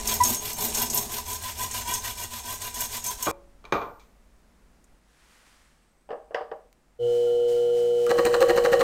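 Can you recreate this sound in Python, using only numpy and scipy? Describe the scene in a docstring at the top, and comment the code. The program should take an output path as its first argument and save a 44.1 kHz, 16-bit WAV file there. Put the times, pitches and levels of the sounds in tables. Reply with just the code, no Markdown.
"""Hacksaw and lathe

A hacksaw races through a tube in a vise: the teeth rasp, blade and frame ring, the bench rumbles.
The cut-off piece drops on the bench and is knocked into the chuck, the clamp of a lathe.
The lathe motor starts and hums, then the tool meets the uneven sawn face and takes a chip
once a turn. The workshop is small and fairly dry."""
import sys
import numpy as np
from scipy import signal
from scipy.fft import rfft, irfft
from scipy.io import wavfile
from scipy.ndimage import uniform_filter1d, map_coordinates

SR = 44100
rng = np.random.default_rng(int(sys.argv[2]) if len(sys.argv) > 2 else 0)


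def store_pcm(level_fs):
    """Save levels as 16-bit WAV."""
    pcm = np.round(np.clip(level_fs, -1, 1) * 32767).astype(np.int16)
    wavfile.write(sys.argv[1], SR, np.atleast_2d(pcm).T)


N = 389390
T = np.arange(N) / SR
FREQ = np.fft.rfftfreq(N, 1 / SR)

SQUEAK_S, THIN_WALL_S, SAW_STOP_S = .201, 1.2, 3.313  # blade binds, little wall is left, sawing ends
AT_LATHE_S, MOTOR_ON_S, TOUCH_S, FIRST_CUT_S = 4.99, 6.989, 8.066, 8.092
HUM_HZ = 119.99  # the motor's magnetic pulse rate

# saw strokes, return and cut in turn: start t/s, force/dB
STROKES = [(0.041, -33.5), (0.19, -36.2), (0.396, -39.5), (0.545, -35.5), (0.716, -35), (0.88, -38.5),
           (1.083, -39.9), (1.235, -41.5), (1.397, -41.6), (1.544, -40), (1.697, -39.5), (1.845, -37),
           (2.001, -40.5), (2.151, -42), (2.289, -44), (2.426, -41.5), (2.587, -42.5), (2.725, -40),
           (2.885, -41.5), (3.015, -40.5), (3.167, -44.5)]
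# parts the teeth shake, by name: level over the force at full speed/dB, loss at standstill/dB,
# extra on a cutting stroke/dB, extra in the thick wall/dB
SAW_PARTS = {"rasp": (3.5, 13, -3.5, 0), "blade": (0.1, 8, 2.1, 0.4), "hiss": (-0.5, 22.5, 2, 3),
             "frame": (1.3, 16, -1.5, -3), "bench": (-13.3, 5, 6, 7)}
# teeth that catch hard: t/s, level/dB, chip hiss relative to that level/dB
CATCHES = [(0.0727, -11, -15), (0.2344, -7, -14.5), (0.344, -12, -29), (0.7465, -11.5, -18),
           (0.8175, -22.5, 2.5), (0.899, -13, -21), (0.944, -24.5, 7.5), (0.9732, -10.5, -11.5),
           (1.329, -21, -9), (1.711, -19, -29), (1.937, -12, -23), (2.6165, -22.5, -13), (2.7422, -23, -12),
           (2.805, -16.5, -6), (3.04, -17, -16), (3.0624, -13.5, -18), (3.2246, -13.5, -11.5)]
# blows of the piece on vise and bench, then on the chuck: t/s, level/dB, tilt/(dB per octave), echo/dB
DROPS = [(3.267, -26, -2, 4.5), (3.276, -26, -2.5, -2), (3.641, -48.5, -1, 2.5), (3.652, -41.5, 4, -4),
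         (3.723, -17.5, -0.5, 1), (3.815, -37, -0.5, 5), (3.996, -62, 10.5, 12)]
KNOCKS = [(6.09, -41, -6.5, -1), (6.105, -34.5, -5.5, 2), (6.116, -36.5, -4.5, -9),
          (6.127, -35.5, -8.5, 1.5), (6.308, -45.5, -8, 5.5), (6.345, -24.5, -1.5, 0),
          (6.409, -36.5, -6, -0.5), (6.515, -31, -6.5, -4)]
# ringing tones of tube and vise: f/Hz, level/dB, t60/s (the time to fade by 60 dB)
TUBE_RING = [(14100, -35, 1), (14040, -32, .65)]
VISE_RING = [(558, -39.5, 0.55), (346, -48, 0.75)]
# small ticks and pings: t/s, level/dB, f/Hz, width/Hz, t60/s
TICKS = [(4.842, -54, 7800, 2020, 0.033), (6.345, -27, 1700, 330, 0.046),
         (6.728, -45.5, 2000, 9000, 0.0058), (7.025, -46.5, 2990, 90, 0.23),
         (8.065, -24.5, 2800, 9000, 0.0077), (8.066, -28.5, 1300, 160, 0.088)]
# slips of a chip as it breaks away: t/s after contact, level/dB
SLIPS = [(0.0146, -0.5), (0.0177, -8), (.0225, 0.5)]
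# motor hum: multiple of HUM_HZ, level/dB
HUM = [(1, -53), (2, -60), (3, -39.5), (4, -21), (5, -45.5), (6, -48.5), (7, -57.5), (24, -69), (25, -51.5),
       (26, -55.5), (28, -65), (30, -69), (34, -65), (36, -70)]
# surges of the bearing hiss: t/s, level/dB
BEARING_SURGES = [(7.0, -61.5), (7.15, -53.5), (7.416, -59.5), (7.476, -58.5), (7.486, -50.5),
                  (7.72, -58.5), (7.776, -51.5), (7.926, -57), (8.04, -51.5)]

# modes, the pitches at which each thing likes to ring: f/Hz, width/Hz, level/dB
FRAME_MODES = [(996.3, 38, 0), (1556, 29, -10.5), (1873, 64, -16), (2370, 31, -15.5), (2884, 98, -17),
               (3366, 110, -14.5)]
BLADE_MODES = [(5550, 200, 1), (6430, 160, 0.5), (6790, 200, 0), (7537, 1800, -2), (8236, 910, -14.5),
               (8530, 140, -17.5), (9230, 140, -6)]
CHIP_MODES = [(10250, 310, -10.5), (11250, 440, -5), (12470, 1300, 4), (13010, 680, -13), (13380, 500, 2.5),
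              (14750, 250, -11.5)]
BENCH_MODES = [(145.4, 14, 8.5), (230.3, 24, 6.5), (357.3, 63, -1.5), (427, 87, 2), (617, 220, -2.5),
               (817, 290, -5)]
OFFCUT_MODES = [(106.7, 110, -14.5), (328, 22, -8), (449, 100, -4), (594, 65, -3.5), (675, 64, -4.5),
                (880, 165, -5), (1030, 52, -2.5), (1156, 60, -1), (1228, 24, -0.5), (1360, 170, -6.5),
                (1890, 210, -11.5), (2360, 100, -3.5), (3350, 820, -18), (6300, 180, -25.5)]
CHUCK_MODES = [(479, 31, 1.5), (616, 81, 1.5), (770, 88, 2.5), (908, 94, -6.5), (1182, 120, -4),
               (1690, 310, -5.5), (2830, 410, -11.5), (4800, 460, -18.5)]
LATHE_MODES = [(352, 35, 2), (465, 60, 2.5), (519, 31, 10.5), (597, 18, 2.5), (757, 52, 2), (970, 38, -6),
               (1128, 27, 3.5), (1260, 150, -8), (1620, 180, -8.5), (1847, 106, -7.5), (2880, 210, -17.5),
               (4140, 440, -21.5)]
TOOL_MODES = [(1246, 410, 9.5), (1710, 260, 7.5), (4100, 1400, -6.5)]
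HOUSING_MODES = [(130, 50, -7), (497, 80, 2.5), (742, 46, 1.5), (1390, 26, -2), (2944, 81, -7),
                 (4240, 300, -29)]

# spectra, how strong each noise is from low to high: f/Hz, level/dB
RASP = [(150, -25), (700, 0), (1300, -2.5), (2200, 0), (3300, 1), (4100, 1), (5200, -2), (9000, -4.5),
        (15500, -15)]
SCRAPE = [(100, 11), (400, 19.5), (1800, -7), (2400, 9.5), (3500, 1), (4200, 4.5), (5200, -3), (6100, 1.5),
          (8600, 0), (10000, -10.5), (13000, -9), (14400, -17), (15500, -15)]
SLEEVE = [(300, -8.5), (900, -3), (1600, 0), (3000, -5.5), (6000, -9), (9000, -10.5), (11000, -16),
          (15500, -25.5)]
THUD = [(30, -17.5), (80, -2.5), (160, -6.5), (260, -16)]
BEARING_HISS = [(100, -8), (1000, -6.5), (4400, -5.5), (8500, -5.5), (10000, -13), (13500, -12.5),
                (15500, -19)]
RUMBLE = [(8, -6.5), (25, -9), (47, -4), (62, -10), (110, -27), (400, -76)]
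AIR = [(20, -6.5), (50, 11), (85, -8.5), (140, -3), (220, 0), (320, -6), (700, -9.5), (1300, -13),
       (2000, -16), (3300, -22.5), (8500, -24), (15500, -34)]


def saw():
    """The blade speeds up and slows down in each stroke; its teeth shake blade, frame and bench."""
    start, fastest, force_db = strokes()
    marks = np.append(np.column_stack([start, fastest]), SAW_STOP_S + .072)
    swing = np.pi / 2 * np.interp(T, marks, np.arange(len(marks)))
    speed = np.abs(np.sin(swing))
    force = undb(np.interp(T, fastest, force_db))
    cutting = np.interp(T, fastest, np.arange(len(start)) % 2)
    thick = np.interp(T, fastest, fastest < THIN_WALL_S)
    gain = {part: undb(db - rest_db * (1 - speed) ** 1.5 + cut_db * cutting + thick_db * thick)
            for part, (db, rest_db, cut_db, thick_db) in SAW_PARTS.items()}
    grit = teeth(speed)
    # the free length of the blade changes as it travels, so its pitches wander
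    travel = .025 * np.cos(swing) + .012 * wander(30)
    rasp = colour(grit, RASP) * gain["rasp"]
    blade = bend(resonate(grit, BLADE_MODES), travel) * gain["blade"]
    hiss = bend(resonate(grit, CHIP_MODES), travel / 2) * gain["hiss"]
    frame = bend(resonate(grit, FRAME_MODES), travel / 2) * gain["frame"] * undb(2.2 * wander(35))
    bench = resonate(grit, BENCH_MODES) * gain["bench"]
    return force * (rasp + blade + hiss + frame + bench) + bench_sway(speed, thick)


def strokes():
    """Start, fastest moment (halfway through) and force in dB of every stroke."""
    start, force_db = np.transpose(STROKES)
    return start, start + .5 * np.diff(start, append=SAW_STOP_S), force_db


def teeth(speed):
    """Each passing tooth tears off a chip: a short burst of friction noise."""
    tooth_hz = 803.3 * (speed + .15)
    since_tooth = (np.cumsum(tooth_hz) / SR) % 1  # runs from 0 to 1 between teeth
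    return noise() * np.exp(-since_tooth / .64) * undb(2 * wander(130))


def catches():
    """A snagged tooth jolts the blade: it rings and hisses, with a rough zing and a brief squeal."""
    ring, hiss, zing, squeal = np.zeros((4, N))
    t = T[:SR // 8]
    shape = decay(t, t60=.06) * np.tanh(t / .002)
    _, fastest, force_db = strokes()
    # lesser snags come near the fastest moment of each stroke
    snags = [(s + rng.normal(0, .025), db + rng.normal(14, 2.5), -9) for s, db in zip(fastest, force_db)]
    for s, db, hiss_db in snags + list(CATCHES):
        add(ring, s, undb(db) * shape)
        add(hiss, s, undb(db + hiss_db) * shape)
        # the zing falls because bending waves bring the highs first
        zing_hz = 7200 * np.exp(rng.normal(0, .092)) / (1 + t / .023)
        add(zing, s, undb(db) * shape * decay(t, t60=.052) * np.sin(phase_of(zing_hz)))
        squeal_hz = 6510 * rng.normal(1, .022)
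        squeal_shape = decay(t, t60=.2) * np.tanh(t / .026)
        add(squeal, s, undb(db) * squeal_shape * np.sin(2 * np.pi * squeal_hz * t))
    tones = undb(-9.5) * zing * wander(1400) + undb(-10.5) * squeal * wander(220)
    return undb(-9) * ring * resonate(noise(), BLADE_MODES) + hiss * resonate(noise(), CHIP_MODES) + tones


def squeak():
    """The blade binds once, sticking and slipping in step with the saw frame's lowest mode."""
    phase = phase_of(985 * (1 + .0074 * wander(150)))
    level = undb(-14.5) * envelope(T - SQUEAK_S, attack_s=.0081, hold_s=.008, t60=.11)
    return level * unit(np.sin(phase) + undb(-19) * np.sin(2 * phase))


def bench_sway(speed, thick):
    """The bench shudders at a pitch that follows the saw's speed, and jolts when the blade binds."""
    shudder = np.sin(phase_of(74 + 28 * speed + 8 * wander(60))) * undb(2 * wander(50))
    thud = colour(noise(), THUD)
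    easing_db = 5 * np.maximum(T - THIN_WALL_S, 0)  # the cut gets easier
    steady = undb(-44 + 3 * (speed - .5) - 6.5 * thick - easing_db)
    jolt = undb(-36.5) * swell(T - SQUEAK_S - .025, width_s=.063)
    return (unit(shudder) + .5 * thud) * (steady + jolt)


def offcut():
    """The cut piece tumbles off the vise, which rings on, and then lands on the bench."""
    tumble_rows = [row for row in DROPS if row[0] < SAW_STOP_S]
    landing_rows = [row for row in DROPS if row[0] >= SAW_STOP_S]
    tumble, landing = (blows(rows, OFFCUT_MODES, crack_t60=.033, rise_s=.0024, tail_db=-1.5,
                             tail_t60=.44, treble_t60=.28, ring_db=-6)
                       for rows in (tumble_rows, landing_rows))
    # the sound cuts off abruptly here, together with the sawing
    cut_off = np.where(T < SAW_STOP_S, 1, undb(-17))
    since = T - tumble_rows[-1][0]
    vise = sum(undb(db) * np.sin(2 * np.pi * hz * since) * decay(since, t60) for hz, db, t60 in VISE_RING)
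    return tumble * cut_off + vise + landing


def chuck_knocks():
    """The tube knocks against the jaws of the chuck."""
    return blows(KNOCKS, CHUCK_MODES, crack_t60=.066, rise_s=.0018, tail_db=-2,
                 tail_t60=.36, treble_t60=.31, ring_db=-20)


def blows(rows, modes, crack_t60, rise_s, tail_db, tail_t60, treble_t60, ring_db):
    """Each blow cracks through the body's modes, dies away in the room and leaves the tube ringing."""
    out, t = np.zeros(N), T[:SR]
    body = resonate(noise(), modes)
    octaves = np.log2(np.clip(np.fft.rfftfreq(SR, 1 / SR), 300, 7000) / 1000)
    low_pass = signal.butter(4, 1400, fs=SR, output="sos")
    ring = sum(undb(ring_db + db) * np.sin(2 * np.pi * hz * t) * decay(t, t60)
               for hz, db, t60 in TUBE_RING)
    for (s, db, tilt_db, room_db), at in zip(rows, rng.integers(0, N - SR, len(rows))):
        tone = unit(irfft(rfft(body[at:at + SR]) * undb(tilt_db * octaves), SR))
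        low = signal.sosfiltfilt(low_pass, tone)
        high = (tone - low) * np.tanh(4 * t / rise_s)
        low = low * np.tanh(t / rise_s)  # the heavy low modes build up more slowly
        crack = low * decay(t, crack_t60) + undb(3) * high * decay(t, crack_t60 / 2)
        tail = low * decay(t, tail_t60) + undb(-7.5) * high * decay(t, treble_t60)
        add(out, s, undb(db) * (crack + undb(tail_db + room_db) * tail + ring))
    return out


def lathe_cut(turn_s=.078, feed_db_per_s=5):
    """Once a turn the tool scrapes the high side of the face; the chip slips and shakes the lathe."""
    cut_time = T - FIRST_CUT_S
    since = cut_time % turn_s
    touching = T > TOUCH_S
    contact = undb(-2 + feed_db_per_s * cut_time) * touching  # louder as the tool is fed deeper
    # light rubbing goes on between cuts; the push peaks as the chip breaks
    scraping = undb(-22) + undb(-2) * envelope(since, attack_s=.00051, hold_s=.018, t60=.082)
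    pushing = undb(-10.5) + undb(-4) * envelope(since, attack_s=.0013, hold_s=.023, t60=.036)
    pushing += undb(-1.5) * swell(since - .015, width_s=.0093)
    chips = noise() * undb(4.5 * wander(700))
    slips = np.zeros(N)
    for s in np.arange(FIRST_CUT_S, T[-1], turn_s):
        db = -2 + feed_db_per_s * (s - FIRST_CUT_S)
        for lag_s, slip_db in SLIPS:
            add(slips, s + rng.normal(lag_s, .0004), undb([db + rng.normal(slip_db, 1.25)]))
    rub = resonate(chips * contact * pushing, LATHE_MODES)
    body = (undb(-37) * rub + undb(-40.5) * resonate(slips, LATHE_MODES)) * touching
    # each slip also snaps in the tool itself
    snap = signal.fftconvolve(slips, decay(T[:SR // 20], t60=.015))[:N] * resonate(noise(), TOOL_MODES)
    edge = colour(chips, SCRAPE) + undb(-19) * resonate(chips, [(14250, 110, 0)])
    return body + undb(-20.5) * snap + undb(-29 - 1.5 * cut_time) * edge * contact * scraping


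def motor():
    """Magnetic hum, its fourth multiple lifted by the housing, over whirring bearings."""
    phase = 2 * np.pi * HUM_HZ * T + .006 * wander(25)
    hum = sum(undb(db) * np.sqrt(2) * np.sin(k * phase + rng.uniform(0, 2 * np.pi)) for k, db in HUM)
    housing = undb(-49.5) * resonate(noise(), HOUSING_MODES)
    surges = undb(np.interp(T, *np.transpose(BEARING_SURGES)) + 3.5)
    bearings = surges * colour(noise(), BEARING_HISS)
    return undb(-.28) * motor_fade_in() * (hum + housing + bearings)


def motor_fade_in(rise_s=.031):
    """Gain that rises from 0 to 1 after the motor is switched on."""
    return 1 - np.exp(-np.maximum(T - MOTOR_ON_S, 0) / rise_s)


def spin_up(shaft_hz=181, climb_s=.95):
    """The starting current thumps, then a soft tone climbs with the speed of the drive."""
    since = T - MOTOR_ON_S
    speed = np.sin(np.pi / 2 * np.clip(since / climb_s, 0, 1))
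    tone = undb(-56.5) * speed ** 3 * np.sin(phase_of(shaft_hz * speed))
    thump = undb(-44) * envelope(since, attack_s=.039, hold_s=.033, t60=.39)
    return np.sqrt(2) * (tone + thump * np.sin(2 * np.pi * HUM_HZ * T))


def ticks():
    """Light clicks and pings, each a quickly fading band of noise."""
    return sum(undb(db) * decay(T - s, t60) * np.tanh((T - s) * hz) * resonate(noise(), [(hz, width, 0)])
               for s, db, hz, width, t60 in TICKS)


def rumble():
    """The room's own low rumble, plus saw, motor and cut shaking the bench."""
    _, fastest, force_db = strokes()
    room = undb(np.where(T < AT_LATHE_S, -62, -67.5))
    sawing = undb(np.interp(T, fastest, force_db) - 9) * decay(np.maximum(T - SAW_STOP_S, 0), t60=5.3)
    running = undb(-59) * motor_fade_in()
    cutting = undb(-46.5) * np.clip((T - TOUCH_S) / .51, 0, 1)
    return np.linalg.norm([room, sawing, running, cutting], axis=0) * colour(noise(), RUMBLE)


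def background():
    """Room air, the swish of a sleeve as an arm reaches in, and a thin whine by the idle lathe."""
    air = undb(np.where(T < AT_LATHE_S, -61.5, -65)) * colour(noise(), AIR)
    reach = swell(T - 5.43, width_s=.32) * (T > AT_LATHE_S)
    sleeve = reach * colour(noise(), SLEEVE) * undb(-59.5 + .7 * wander(41))
    whine = undb(-80.5) * swell(T - 5.9, width_s=.9) * resonate(noise(), [(8120, 90, 0)])
    return air + sleeve + whine


def workshop(x, wet_db, t60):
    """Add the dense echoes from bench and walls."""
    t = T[:SR // 2]
    tail = noise()[:len(t)] * decay(t, t60) * (t > .002)
    return x + undb(wet_db) * signal.fftconvolve(x, tail / np.linalg.norm(tail))[:N]


def undb(db):
    """Turn decibels into a gain."""
    return 10 ** (np.asarray(db) / 20)


def unit(x):
    """Scale x to an average strength (rms) of 1."""
    return x / np.sqrt(np.mean(x ** 2))


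def noise():
    """White noise."""
    return rng.standard_normal(N)


def wander(rate):
    """A random curve that glides to a new value `rate` times a second; spread near 1."""
    step = int(SR / rate)
    return 1.3 * uniform_filter1d(np.repeat(noise()[:N // step + 1], step), step)[:N]


def colour(x, points):
    """Shape x with a spectrum of (Hz, dB) points; rms 1."""
    hz, db = np.transpose(points)
    gain = undb(np.interp(np.log(FREQ + 1), np.log(hz), db))
    return unit(irfft(rfft(x) * gain, N))


def resonate(x, modes):
    """Let x ring through modes that pass little outside their own band; rms 1."""
    response = 0
    for hz, width, db in modes:
        band = 1 / (1 + 1j * (FREQ ** 2 - hz ** 2) / (1.55 * width * FREQ + 1e-9))
        response = response + undb(db) * band ** 2
    return unit(irfft(rfft(x) * response, N))


def bend(x, stretch):
    """Shift all pitches of x by the small, changing fraction `stretch`."""
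    return map_coordinates(x, [np.arange(N) + np.cumsum(stretch)], order=3, mode="wrap")


def phase_of(hz):
    """The running angle of a tone whose pitch changes."""
    return 2 * np.pi * np.cumsum(hz) / SR


def decay(t, t60):
    """Start at t = 0 and fade by 60 dB every t60 seconds."""
    return (t >= 0) * np.exp(-np.log(1000) * np.maximum(t, 0) / t60)


def envelope(t, attack_s, hold_s, t60):
    """Rise in a straight line from t = 0, hold, then fade."""
    return np.clip(t / attack_s, 0, 1) * decay(np.maximum(t - attack_s - hold_s, 0), t60)


def swell(t, width_s):
    """Bell-shaped gain around t = 0."""
    return np.exp(-(t / width_s) ** 2)


def add(out, s, sound):
    """Mix a sound into out, starting at s seconds."""
    i = max(int(s * SR), 0)
    out[i:i + len(sound)] += sound[:N - i]


def scene():
    """Sawing, the falling piece, knocks on the chuck and the lathe at work, in one channel."""
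    sawing = workshop(saw() + catches(), wet_db=-6.5, t60=.21) + squeak()
    sawing *= T < SAW_STOP_S
    handling = offcut() + chuck_knocks() + ticks()
    lathe = workshop(lathe_cut(), wet_db=-8.5, t60=.39) + motor() + spin_up()
    return (sawing + handling + lathe + rumble() + background())[None]


def record(dry):
    """Cut the very highest treble, above 15750 Hz."""
    return signal.sosfilt(signal.ellip(10, .2, 70, 15750, fs=SR, output="sos"), dry)


dry = scene()
out = record(dry)
store_pcm(out)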